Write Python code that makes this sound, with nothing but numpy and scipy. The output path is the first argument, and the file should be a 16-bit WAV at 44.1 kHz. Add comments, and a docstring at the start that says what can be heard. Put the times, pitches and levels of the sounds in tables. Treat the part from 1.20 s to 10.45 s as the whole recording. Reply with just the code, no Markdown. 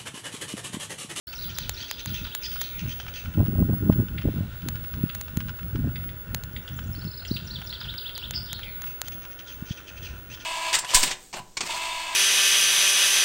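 """A capercaillie displays in a forest clearing: wooden knocks, some doubled, speed up into a strophe of
scratchy whetting; an earlier strophe is under way at the start. A finch sings its falling song twice,
a farther bird whistles thinly, and the trunks echo them all. Wind bumps the microphone of a
hand-held camera, whose lens mechanism clicks, ticks, whirs and whines."""
import sys
import numpy as np
from scipy import signal
from scipy.fft import rfft, irfft, next_fast_len
from scipy.io import wavfile
from scipy.ndimage import uniform_filter1d, map_coordinates

SR = 44100
rng = np.random.default_rng(int(sys.argv[2]) if len(sys.argv) > 2 else 0)


def unload_wav(signal):
    """Save mono or channel-first audio to the path in sys.argv[1] as 16-bit WAV at rate SR, clipped to [-1, 1]."""
    wavfile.write(
        sys.argv[1],
        SR,
        np.round(np.clip(np.atleast_2d(signal).T, -1, 1) * 32767).astype(np.int16),
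    )


N = 407925

# the finch's five syllables, note by note: (delay [s], length [s], start [Hz], middle [Hz], end [Hz],
# level [dB], place of the accent [0-1], buzz depth [Hz])
LISP = [(0, 0.0236, 4580, 6100, 6100, -12, .5, 0), (0.035, 0.026, 8460, 7140, 6700, -8.5, 0.4, 0)]
TRILL = [(-.003, 0.016, 4650, 5400, 4900, -1.3, 0.37, 0), (0.018, 0.0223, 3590, 4515, 4570, 0.35, 0.51, 0)]
SWOOP = [(0, .024, 6400, 7200, 7440, -16, 0.45, 0), (.023, 0.023, 6100, 5580, 3500, -1.5, .62, 0),
         (0.052, 0.03, 3560, 4150, 5230, -1, 0.53, 0), (0.091, 0.018, 4350, 4780, 4400, -2, 0.71, 0),
         (.104, 0.036, 4417, 3400, 2900, 0, 0.35, 0)]
CHOP = [(0, 0.011, 5200, 4900, 4250, -3, .55, 0), (.007, 0.021, 4626, 3406, 2800, -3.5, .3, 0),
        (0.031, .025, 4804, 3380, 2845, -4.5, 0.47, 0), (0.063, .041, 2300, 3150, 4100, -3.5, .72, 0),
        (.101, 0.01434, 4954, 3400, 2700, -4, 0.31, 0)]
FLOURISH = [(0, 0.0586, 5200, 4914, 4780, 4.5, 0.46, 300), (.124, 0.0102, 6430, 4880, 3700, -5, 0.59, 0),
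            (0.136, 0.076, 3550, 3400, 3850, -0.5, 0.65, 340),
            (.196, .064, 3700, 4020, 2850, -2.5, .35, 400), (.26, .13, 2550, 2287, 2130, -5, 0.59, 240)]
# modes of the camera housing: (frequency [Hz], width [Hz], level [dB])
HOUSING = [(470, 210, -7.5), (920, 390, -4), (1872, 580, -3), (3020, 620, -4), (4230, 490, -1.5),
           (6460, 770, -2.5), (7280, 240, 0), (7860, 308, -17), (9500, 1360, -10), (12000, 750, -3.5),
           (12860, 1370, -6)]


def amp(db):
    """Decibels to gain."""
    return 10 ** (np.asarray(db) / 20)


def unit(x):
    """Scale to rms 1."""
    return x / np.sqrt(np.mean(x ** 2) + 1e-20)


def along(points, hz):
    """Read (Hz, value) points on a log frequency axis."""
    f, v = np.transpose(points)
    return np.interp(np.log(hz + 1), np.log(f + 1), v)


def curve(rows):
    """An automation lane: (s, value) rows as one value per sample."""
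    return np.interp(np.arange(N) / SR, *np.transpose(rows))


def clock(length):
    """Sample times over a length in seconds."""
    return np.arange(max(int(length * SR), 8)) / SR


def wobble(rate):
    """A smooth random curve, rate knots a second."""
    return map_coordinates(rng.standard_normal(int(N * rate / SR) + 4), [np.arange(N) * rate / SR])


def add(track, s, x):
    """Mix x into the track at time s; what falls outside is dropped."""
    i = round(s * SR)
    first, last = max(i, 0), min(i + len(x), N)
    if first < last:
        track[first:last] += x[first - i:last - i]


def filtered(x, response):
    """x through a frequency response."""
    m = next_fast_len(len(x) + 8192)
    return irfft(rfft(x, m) * response(np.fft.rfftfreq(m, 1 / SR)), m)[:len(x)]


def coloured(x, points):
    """x through an EQ curve of (Hz, dB) points."""
    return filtered(x, lambda hz: amp(along(points, hz)))


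def resonate(x, modes):
    """x through parallel (Hz, width Hz, dB) resonances of alternating polarity."""
    return filtered(x, lambda f: sum((-1) ** k * amp(db) * 1j * f * w / (c * c - f * f + 1j * f * w)
                                     for k, (c, w, db) in enumerate(modes)))


def air():
    """An even background bed and a soft hiss that comes and goes."""
    # tone of the bed: (frequency [Hz], level [dB])
    bed_eq = [(100, -15), (300, 2.5), (600, -2.5), (1100, -9.5), (2000, -12), (3000, -10), (4200, -17.5),
              (7000, -20.5), (15000, -27)]
    # swells of the hiss: (time [s], level [dB])
    hiss_levels = [(0, -54), (2, -55), (2.3, -77), (2.9, -69), (3.1, -57), (4.1, -59), (5, -77), (7.5, -63),
                   (9.25, -74)]
    hiss_eq = [(1500, -4), (2800, 1.5), (3700, 6), (4600, -5), (6000, -9), (8000, -13), (15000, -30)]
    bed = amp(-52) * unit(coloured(rng.standard_normal(N), bed_eq))
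    hiss = unit(coloured(rng.standard_normal(N), hiss_eq))
    return bed + amp(curve(hiss_levels) + wobble(31)) * hiss


def lens_motor(whine_hz=15701):
    """The motor whirs in the barrel's resonances under a thin, wavering whine."""
    # modes of the lens barrel: (frequency [Hz], width [Hz], level [dB])
    barrel = [(989, 2, 10), (1439, 84, 9.5), (1844, 74, -1), (2690, 41, 0.5), (3490, 50, -6)]
    # swells of the whine: (time [s], level [dB])
    whine_levels = [(0.1, -38), (0.51, -47.5), (1.35, -37), (2.04, -43), (2.54, -37.5), (3.23, -47),
                    (3.49, -39.5), (7.26, -46), (7.75, -38), (8.5, -47), (9.25, -49.5)]
    drive = rng.standard_normal(N) * amp(1.46 * wobble(30))
    whir = amp(-52.5) * unit(resonate(drive, barrel))
    phase = 2 * np.pi * np.cumsum(whine_hz + 3 * wobble(30)) / SR
    waver_db = 2.6 * wobble(18) + 1.4 * wobble(70)
    return whir + amp(curve(whine_levels) + waver_db) * unit(np.sin(phase))


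def wind_strength(attack_s=0.011, release_s=0.042, flutter_db=3.5):
    """Wind level in dB: gusts rise fast, hold and die away over a fluttering breeze."""
    # wind between gusts: (time [s], level [dB])
    breeze = [(0, -45.5), (1.4, -46), (3, -33.5), (4, -43.5), (5.8, -40), (7, -47), (7.5, -43),
              (8.2, -51.5), (9.1, -46), (9.25, -56)]
    # gusts: (time [s], hold [s], level [dB])
    gusts = [(0.39, 0.067, -39), (0.87, 0.053, -31.5), (1.005, 0.037, -33.5), (1.623, 0.046, -29.5),
             (2.162, 0.065, -20.5), (2.286, 0.078, -24.5), (2.388, 0.052, -19.5), (2.493, 0.032, -18.5),
             (2.55, 0.066, -29), (2.61, 0.2, -24), (3.051, 0.023, -19), (3.14, 0.074, -27.5),
             (3.435, 0.12, -31.5), (3.726, 0.12, -32.5), (4.163, 0.15, -33.5), (4.542, 0.14, -25.5),
             (4.737, 0.17, -33.5), (5.088, 0.065, -33), (5.342, 0.031, -35), (5.508, 0.055, -33),
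             (5.763, 0.018, -32), (6.075, 0.32, -37.5), (6.645, 0.1, -38), (8.906, 0.014, -34),
             (9.091, 0.013, -40.5)]
    t = np.arange(N) / SR
    strength = amp(curve(breeze) + flutter_db * wobble(14))
    for s, hold, db in gusts:
        falloff = np.maximum(s - t, 0) / attack_s + np.maximum(t - s - hold, 0) / release_s
        strength = np.maximum(strength, amp(db) * np.exp(-falloff))
    return 20 * np.log10(strength)


def eddy(hz, swings):
    """A brief pull and push of pressure, centred in a window of 60 ms."""
    phase = 2 * np.pi * hz * (clock(.06) - .03)
    pressure = np.sin(phase) / np.cosh(phase / swings)
    return pressure / pressure.max()


def wind(calm_hz=85, gust_hz=150, spread=0.22, eddies_per_s=650):
    """Eddies stream over the microphone; in stronger gusts they pass faster and sound brighter."""
    # single eddies that hit the microphone: (time [s], peak [dB], pitch [Hz], share breaking up [0-1])
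    bumps = [(2.184, -17, 190, .5), (2.285, -13.5, 170, .4), (2.419, -11.5, 180, .5),
             (2.497, -14.5, 222, .7), (2.699, -3, 179, 0.93), (2.786, -15.5, 141, 0),
             (2.801, -14, 195, 0.1), (3.087, -18, 340, 1), (3.84, -11.5, 167, .1), (4.176, -15, 152, .2),
             (6.115, -15, 194, 0), (8.426, -24, 147, 0), (8.511, -20.5, 125, 0)]
    gust_db, flow = wind_strength(), np.zeros(N)
    for place, size, speed in rng.random((int(eddies_per_s * N / SR), 3)):
        strength = np.clip((gust_db[int(place * N)] + 43.5) / 20, 0, 1)
        scatter = np.exp(spread * np.log(speed / (1 - speed)).clip(-3, 3))
        hz = (calm_hz + (gust_hz - calm_hz) * strength) * scatter
        add(flow, place * N / SR - .03, (2 * size - 1) * eddy(hz, swings=2.1))
    flow = coloured(flow, [(15, -42), (30, -2), (55, 1)])  # the microphone loses the deepest bass
    flow /= np.sqrt(np.abs(uniform_filter1d(flow ** 2, size=1500)) + 1e-4)  # even out the level
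    rumble = amp(gust_db + 1.84 * wobble(25)) * flow
    breaking = rumble.copy()
    for s, db, hz, share in bumps:
        bump = amp(db) * eddy(hz, swings=1.34)
        add(rumble, s - .03, bump)
        add(breaking, s - .03, share * bump)
    # the hardest eddies break up into a brighter rush
    rush_eq = [(350, -11), (560, 6), (900, -5), (1300, -17), (2500, -62)]
    rush = unit(coloured(rng.standard_normal(N), rush_eq))
    breakup = np.abs(uniform_filter1d(np.abs(breaking), size=260)) ** 1.85
    return rumble + amp(-5) * breakup * rush


def strokes():
    """The capercaillie's whetting strokes: one strophe twice, the second time facing away."""
    # runs of short strokes, each ending in a long one; negative lean starts hard, positive swells:
    # (delay [s], length [s], level [dB], lean [ratio], throat start [Hz], throat end [Hz])
    strophe = [(0, .081, -50, -0.66, 2750, 2550), (0.182, .045, -48.5, .87, 2700, 3200),
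               (0.259, .036, -47.5, -0.53, 2400, 3600), (0.361, .035, -49.5, -0.45, 3000, 2300),
               (0.447, .04, -51, 0.54, 2400, 3050), (0.533, .03, -45.5, -0.98, 3100, 2700),
               (0.607, .1, -48.5, -0.66, 3600, 2300), (0.791, .1, -45, 0.58, 2550, 3450),
               (0.911, .03, -47.5, -0.29, 3300, 2300), (1.011, .041, -46.5, 0.35, 3200, 2650),
               (1.104, .035, -48.5, 0.48, 2350, 3050), (1.166, .09, -45, -1.1, 3200, 2400),
               (1.441, .061, -43, 0.74, 2350, 3350), (1.544, .048, -46.5, -1.2, 3250, 2550),
               (1.626, .12, -47, -1.2, 3400, 2600), (1.812, .045, -48, -1.4, 3000, 2300),
               (1.9, .066, -45.5, 0.22, 2600, 3300), (2.015, .035, -46.5, 0.13, 2900, 3300),
               (2.107, .022, -52, 0, 3000, 2600), (2.161, .09, -46, -1.1, 3200, 2400)]
    # bouts of whetting: (start [s], level [dB], time stretch [ratio])
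    bouts = [(-.243, -1, 1.009), (7.654, -3.5, 1)]
    return [(start + stretch * delay, length, bout_db + db, *shape)
            for start, bout_db, stretch in bouts for delay, length, db, *shape in strophe]


def narrow_noise(hz, width_hz):
    """Noise of rms 1 in a resonance whose centre follows hz."""
    hoarse = filtered(rng.standard_normal(N), lambda f: 1 / (1 + (f / width_hz) ** 2))
    return unit(hoarse * np.sin(2 * np.pi * np.cumsum(hz) / SR))


def whetting(rasp_db=-1, upper_db=-15, edge_db=-8, edge_hz=6150, scratch_db=2.4, scratches_per_s=300):
    """Like sharpening a scythe: catching friction noise in the tract, plus three sliding resonances."""
    # formants of the vocal tract: (frequency [Hz], width [Hz], level [dB])
    tract = [(1837, 49, 4), (2474, 79, 2.5), (3400, 210, -3), (4900, 610, -4), (5400, 420, -0.5),
             (6100, 510, 0)]
    rasp_eq = [(800, -36), (1700, 1.5), (6500, 2), (7200, -1), (10000, 1), (15000, -16)]
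    rasp = unit(coloured(resonate(rng.standard_normal(N), tract), rasp_eq))
    effort, opening, throat_hz, slide_hz = np.zeros((4, N))
    for s, length, db, lean, start_hz, end_hz in strokes():
        t = clock(length)
        progress = t / t[-1]
        arch = np.abs(np.sin(np.pi * progress)) ** .5
        add(effort, s, amp(db + 7.8 * lean * (2 * progress - 1)) * arch)
        add(opening, s, amp(db + rng.normal(0, 1.4)) * arch)
        add(throat_hz, s, start_hz + (end_hz - start_hz) * progress)
        add(slide_hz, s, (end_hz - start_hz) * (progress - .5) + rng.normal(0, 250))
    throat = narrow_noise(throat_hz, width_hz=290)
    throat = coloured(throat, [(2650, 0), (2880, -8), (3150, -1)])  # dips between two tract formants
    upper = narrow_noise(1.5 * throat_hz, width_hz=300)
    edge = narrow_noise(edge_hz + 0.51 * slide_hz, width_hz=200)
    scratch = unit(amp(scratch_db * wobble(scratches_per_s)))
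    body = amp(rasp_db) * rasp + throat + amp(upper_db) * upper
    return amp(1) * scratch * (effort * body + amp(edge_db) * opening * edge)


def glide(length, start_hz, middle_hz, end_hz, accent=.5, buzz_hz=0, buzz_rate=172):
    """A whistle on a curved pitch path swells to its accent and fades; fast vibrato makes it buzz."""
    t = clock(length)
    progress = t / t[-1]
    path = np.polyfit([0, .5, 1], [start_hz, middle_hz, end_hz], 2)
    hz = np.polyval(path, progress) + buzz_hz * np.sin(2 * np.pi * buzz_rate * t)
    swell = np.interp(progress, [0, np.clip(accent, .1, .9), 1], [0, 1, 0])
    return unit(swell * np.sin(2 * np.pi * np.cumsum(hz) / SR))


def finch(sag=0.0164):
    """Whistled syllables sink a little with each repeat; the song ends in a buzzing flourish."""
    # two songs, each phrase one syllable repeated evenly:
    # (first [s], last [s], repeats [count], first level [dB], growth per repeat [dB], syllable)
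    phrases = [(0.051, .05, 1, -41.5, 0, TRILL), (.124, .509, 3, -38, -0.5, SWOOP),
               (0.698, 1.039, 3, -37.5, -0.5, CHOP), (1.223, 1.223, 1, -41, 0, FLOURISH),
               (5.322, 5.628, 4, -53, 2.5, LISP), (5.729, 5.974, 5, -50.5, 2, TRILL),
               (6.047, 6.437, 3, -40, -0.5, SWOOP), (6.602, 6.949, 3, -36, 0.5, CHOP),
               (7.135, 7.135, 1, -40, 0, FLOURISH)]
    out = np.zeros(N)
    for first_s, last_s, repeats, db, growth_db, syllable in phrases:
        for k, s in enumerate(np.linspace(first_s, last_s, repeats)):
            pitch = 1 - sag * k
            for delay, length, start_hz, middle_hz, end_hz, note_db, accent, buzz_hz in syllable:
                note = glide(length, pitch * start_hz, pitch * middle_hz, pitch * end_hz, accent, buzz_hz)
                add(out, s + delay, amp(db + k * growth_db + note_db) * note)
    flutter_db = 2 * wobble(200) + 1.5 * wobble(600)
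    return resonate(out * amp(flutter_db), [(4560, 4300, 1.7)])  # the throat favours one band


def trunks(x, count=8):
    """Weak early reflections off the nearest trunks break up a whistled sweep."""
    out = x.copy()
    for late, size in rng.random((count, 2)):
        add(out, .002 + .028 * late, .2 * (2 * size - 1) * x)
    return out * np.std(x) / np.std(out)


def forest(x):
    """Trunks scatter a diffuse echo whose lows and top treble die first."""
    # reverb time: (frequency [Hz], decay by 60 dB [s])
    decay_times = [(200, 0.15), (1500, 0.88), (3500, 0.8), (5000, 0.49), (7000, 0.98), (14000, 0.014)]
    hz, t, spectrum = signal.stft(rng.standard_normal(SR), SR, nperseg=256)
    decay = amp(-60 * t / along(decay_times, hz)[:, None])
    tail = signal.istft(spectrum * decay, SR, nperseg=256)[1]
    predelayed = np.pad(x, (300, 0))
    return signal.fftconvolve(predelayed, tail / np.linalg.norm(tail))[:N]


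def snap(t):
    """A light touch on the housing, over in a millisecond or two."""
    return np.exp(-t / 0.00046) * unit(resonate(rng.standard_normal(len(t)), HOUSING[3:]))


def ticks(decay_s=0.0063, snap_db=-3):
    """Small dull rattles as the lens motor shifts, each opening with a dry snap; a few snaps alone."""
    # dull ticks of the motor: (time [s], level [dB])
    cues = [(.134, -35), (1.049, -32), (1.068, -33), (1.36, -32.5), (1.8, -34), (1.865, -36),
            (1.8824, -31.5), (2.0562, -36), (2.14, -38), (2.261, -38), (2.724, -37), (3.016, -35),
            (3.5564, -35.5), (3.6406, -34.5), (3.737, -34), (4.204, -30.5), (4.2827, -35), (4.293, -34),
            (4.3892, -36), (4.5572, -35.5), (5.5892, -33), (6.417, -34.5), (6.6127, -34), (6.655, -35.5),
            (6.74, -35), (7.3925, -33), (7.638, -34), (7.667, -38), (8.0515, -35)]
    # tone of a rattle: (frequency [Hz], level [dB])
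    rattle_eq = [(300, -61), (800, -1), (1150, -4), (1450, 9.5), (1900, -7), (3000, 3.5), (4200, -12),
                 (5500, -9.5), (8000, -32), (12000, -24.5), (16000, -47)]
    # thin, bright snaps of the lens: (time [s], level [dB])
    snaps = [(3.776, -32), (4.193, -33), (4.372, -29), (5.49, -28), (6.494, -30)]
    out, t = np.zeros(N), clock(.06)
    faint = [(place * N / SR, -44 + 6 * size) for place, size in rng.random((30, 2))]
    for s, db in cues + faint:
        rattle = np.exp(-t / decay_s) * unit(coloured(rng.standard_normal(len(t)), rattle_eq))
        add(out, s, amp(db - 0.5) * (rattle + amp(snap_db) * snap(t)))
    for s, db in snaps:
        add(out, s, amp(db) * snap(t))
    return out


def clicks(lag_hz=7000, lag_width_hz=800):
    """One clean, hard contact briefly rings the housing; its main ring builds up a moment later."""
    # sharp clicks of the lens: (time [s], energy [dB])
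    cues = [(0.3861, -2.4), (0.4944, -1), (0.7125, -3.5), (0.8589, -7), (1.1502, -2.8), (1.4154, -2.5),
            (3.4866, -4), (3.9501, -8.5), (4.0119, -9), (4.171, -9), (5.1468, -0.9), (5.2369, -13.5),
            (6.9786, -10.5), (7.109, -6.5), (7.3302, -7), (7.6194, -11.5), (7.8166, -2.5), (7.8834, -9)]
    out, t = np.zeros(N), clock(.02)
    low_cut = signal.butter(2, 220, "high", fs=SR, output="sos")
    for s, db in cues:
        contact = (t == 0) + 0.035 * rng.standard_normal(len(t)) * np.exp(-t / 0.0014)
        modes = [(hz, width, level + rng.normal(0, 1.2)) for hz, width, level in HOUSING]
        ring = resonate(contact, modes)
        ring = filtered(ring, lambda hz: np.exp(-2j * np.arctan((hz - lag_hz) / lag_width_hz)))
        ring = signal.sosfilt(low_cut, ring)
        add(out, s, amp(db) * ring / np.linalg.norm(ring))
    return out


def knocks(pulse_hz=285, scrape=0.099, pulses=3):
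    """Each of the capercaillie's knocks is a few quick pulses that ring the bill and throat."""
    # wooden knocks: (time [s], level [dB], level of the 2 kHz cavity [dB])
    cues = [(2.979, -25.5, 3.5), (3.893, -27, -4), (4.757, -29, 5.5), (4.889, -34, 5), (5.363, -28, 3),
            (5.477, -29, -3), (6.050, -28.5, -3), (6.165, -24.5, -8), (6.526, -26, -6), (6.893, -28.5, -1),
            (7.135, -27, -5), (7.43, -27, -6)]
    # modes of bill and throat: (frequency [Hz], width [Hz], level [dB])
    bill = [(1350, 92, -4), (2750, 160, 3.5), (3300, 250, 5.5), (3730, 560, -4), (4700, 88, -3)]
    out, t = np.zeros(N), clock(0.053)
    for s, db, cavity_db in cues:
        burst = scrape * rng.standard_normal(len(t)) * np.exp(-t / 0.011)
        for k, (size, late) in enumerate(rng.standard_normal((pulses, 2))):
            pulse_s = abs(.001 + (k + .02 * late) / pulse_hz)
            burst[int(pulse_s * SR)] += amp(2 * size - 1.7 * k)
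        modes = bill[:1] + [(2070, 210, cavity_db)] + bill[1:]
        # the gape differs each time
        gape = [(hz, width, level + rng.normal(0, 1.9)) for hz, width, level in modes]
        add(out, s, amp(db - 16) * unit(resonate(burst, gape)))
    return out


def whistler():
    """A farther bird's thin, slowly falling whistles."""
    # whistles: (time [s], length [s], start [Hz], middle [Hz], end [Hz], level [dB])
    whistles = [(6.966, 0.087, 5500, 5400, 5100, -61), (7.424, .17, 5500, 4190, 3990, -59)]
    out = np.zeros(N)
    for s, length, start_hz, middle_hz, end_hz, db in whistles:
        add(out, s, amp(db) * glide(length, start_hz, middle_hz, end_hz))
    return out


def scene():
    """Birds in the forest's echo; camera and wind dry at the microphone."""
    # the song's direct path, weaker the first time so that more of it is echo: (time [s], level [dB])
    song_direct = [(.4, -5.5), (.7, -3.5), (5, -.5)]
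    knock, whet, song = knocks(), whetting(), trunks(finch()) + whistler()
    echo = forest(amp(-11.5) * knock + amp(-10.5) * whet + amp(-8.5) * song)
    birds = knock + whet + amp(curve(song_direct)) * song + echo
    return (birds + clicks() + ticks() + lens_motor() + air() + wind())[None]


def record(dry):
    """The camera's sound fades in a moment late and keeps nothing above its band limit."""
    start_s, fade_s, top_hz = .069, .006, 16800
    fade = np.clip((np.arange(N) / SR - start_s) / fade_s, 0, 1)
    return filtered(dry[0] * fade, lambda hz: hz < top_hz)[None]


dry = scene()
out = record(dry)
unload_wav(out)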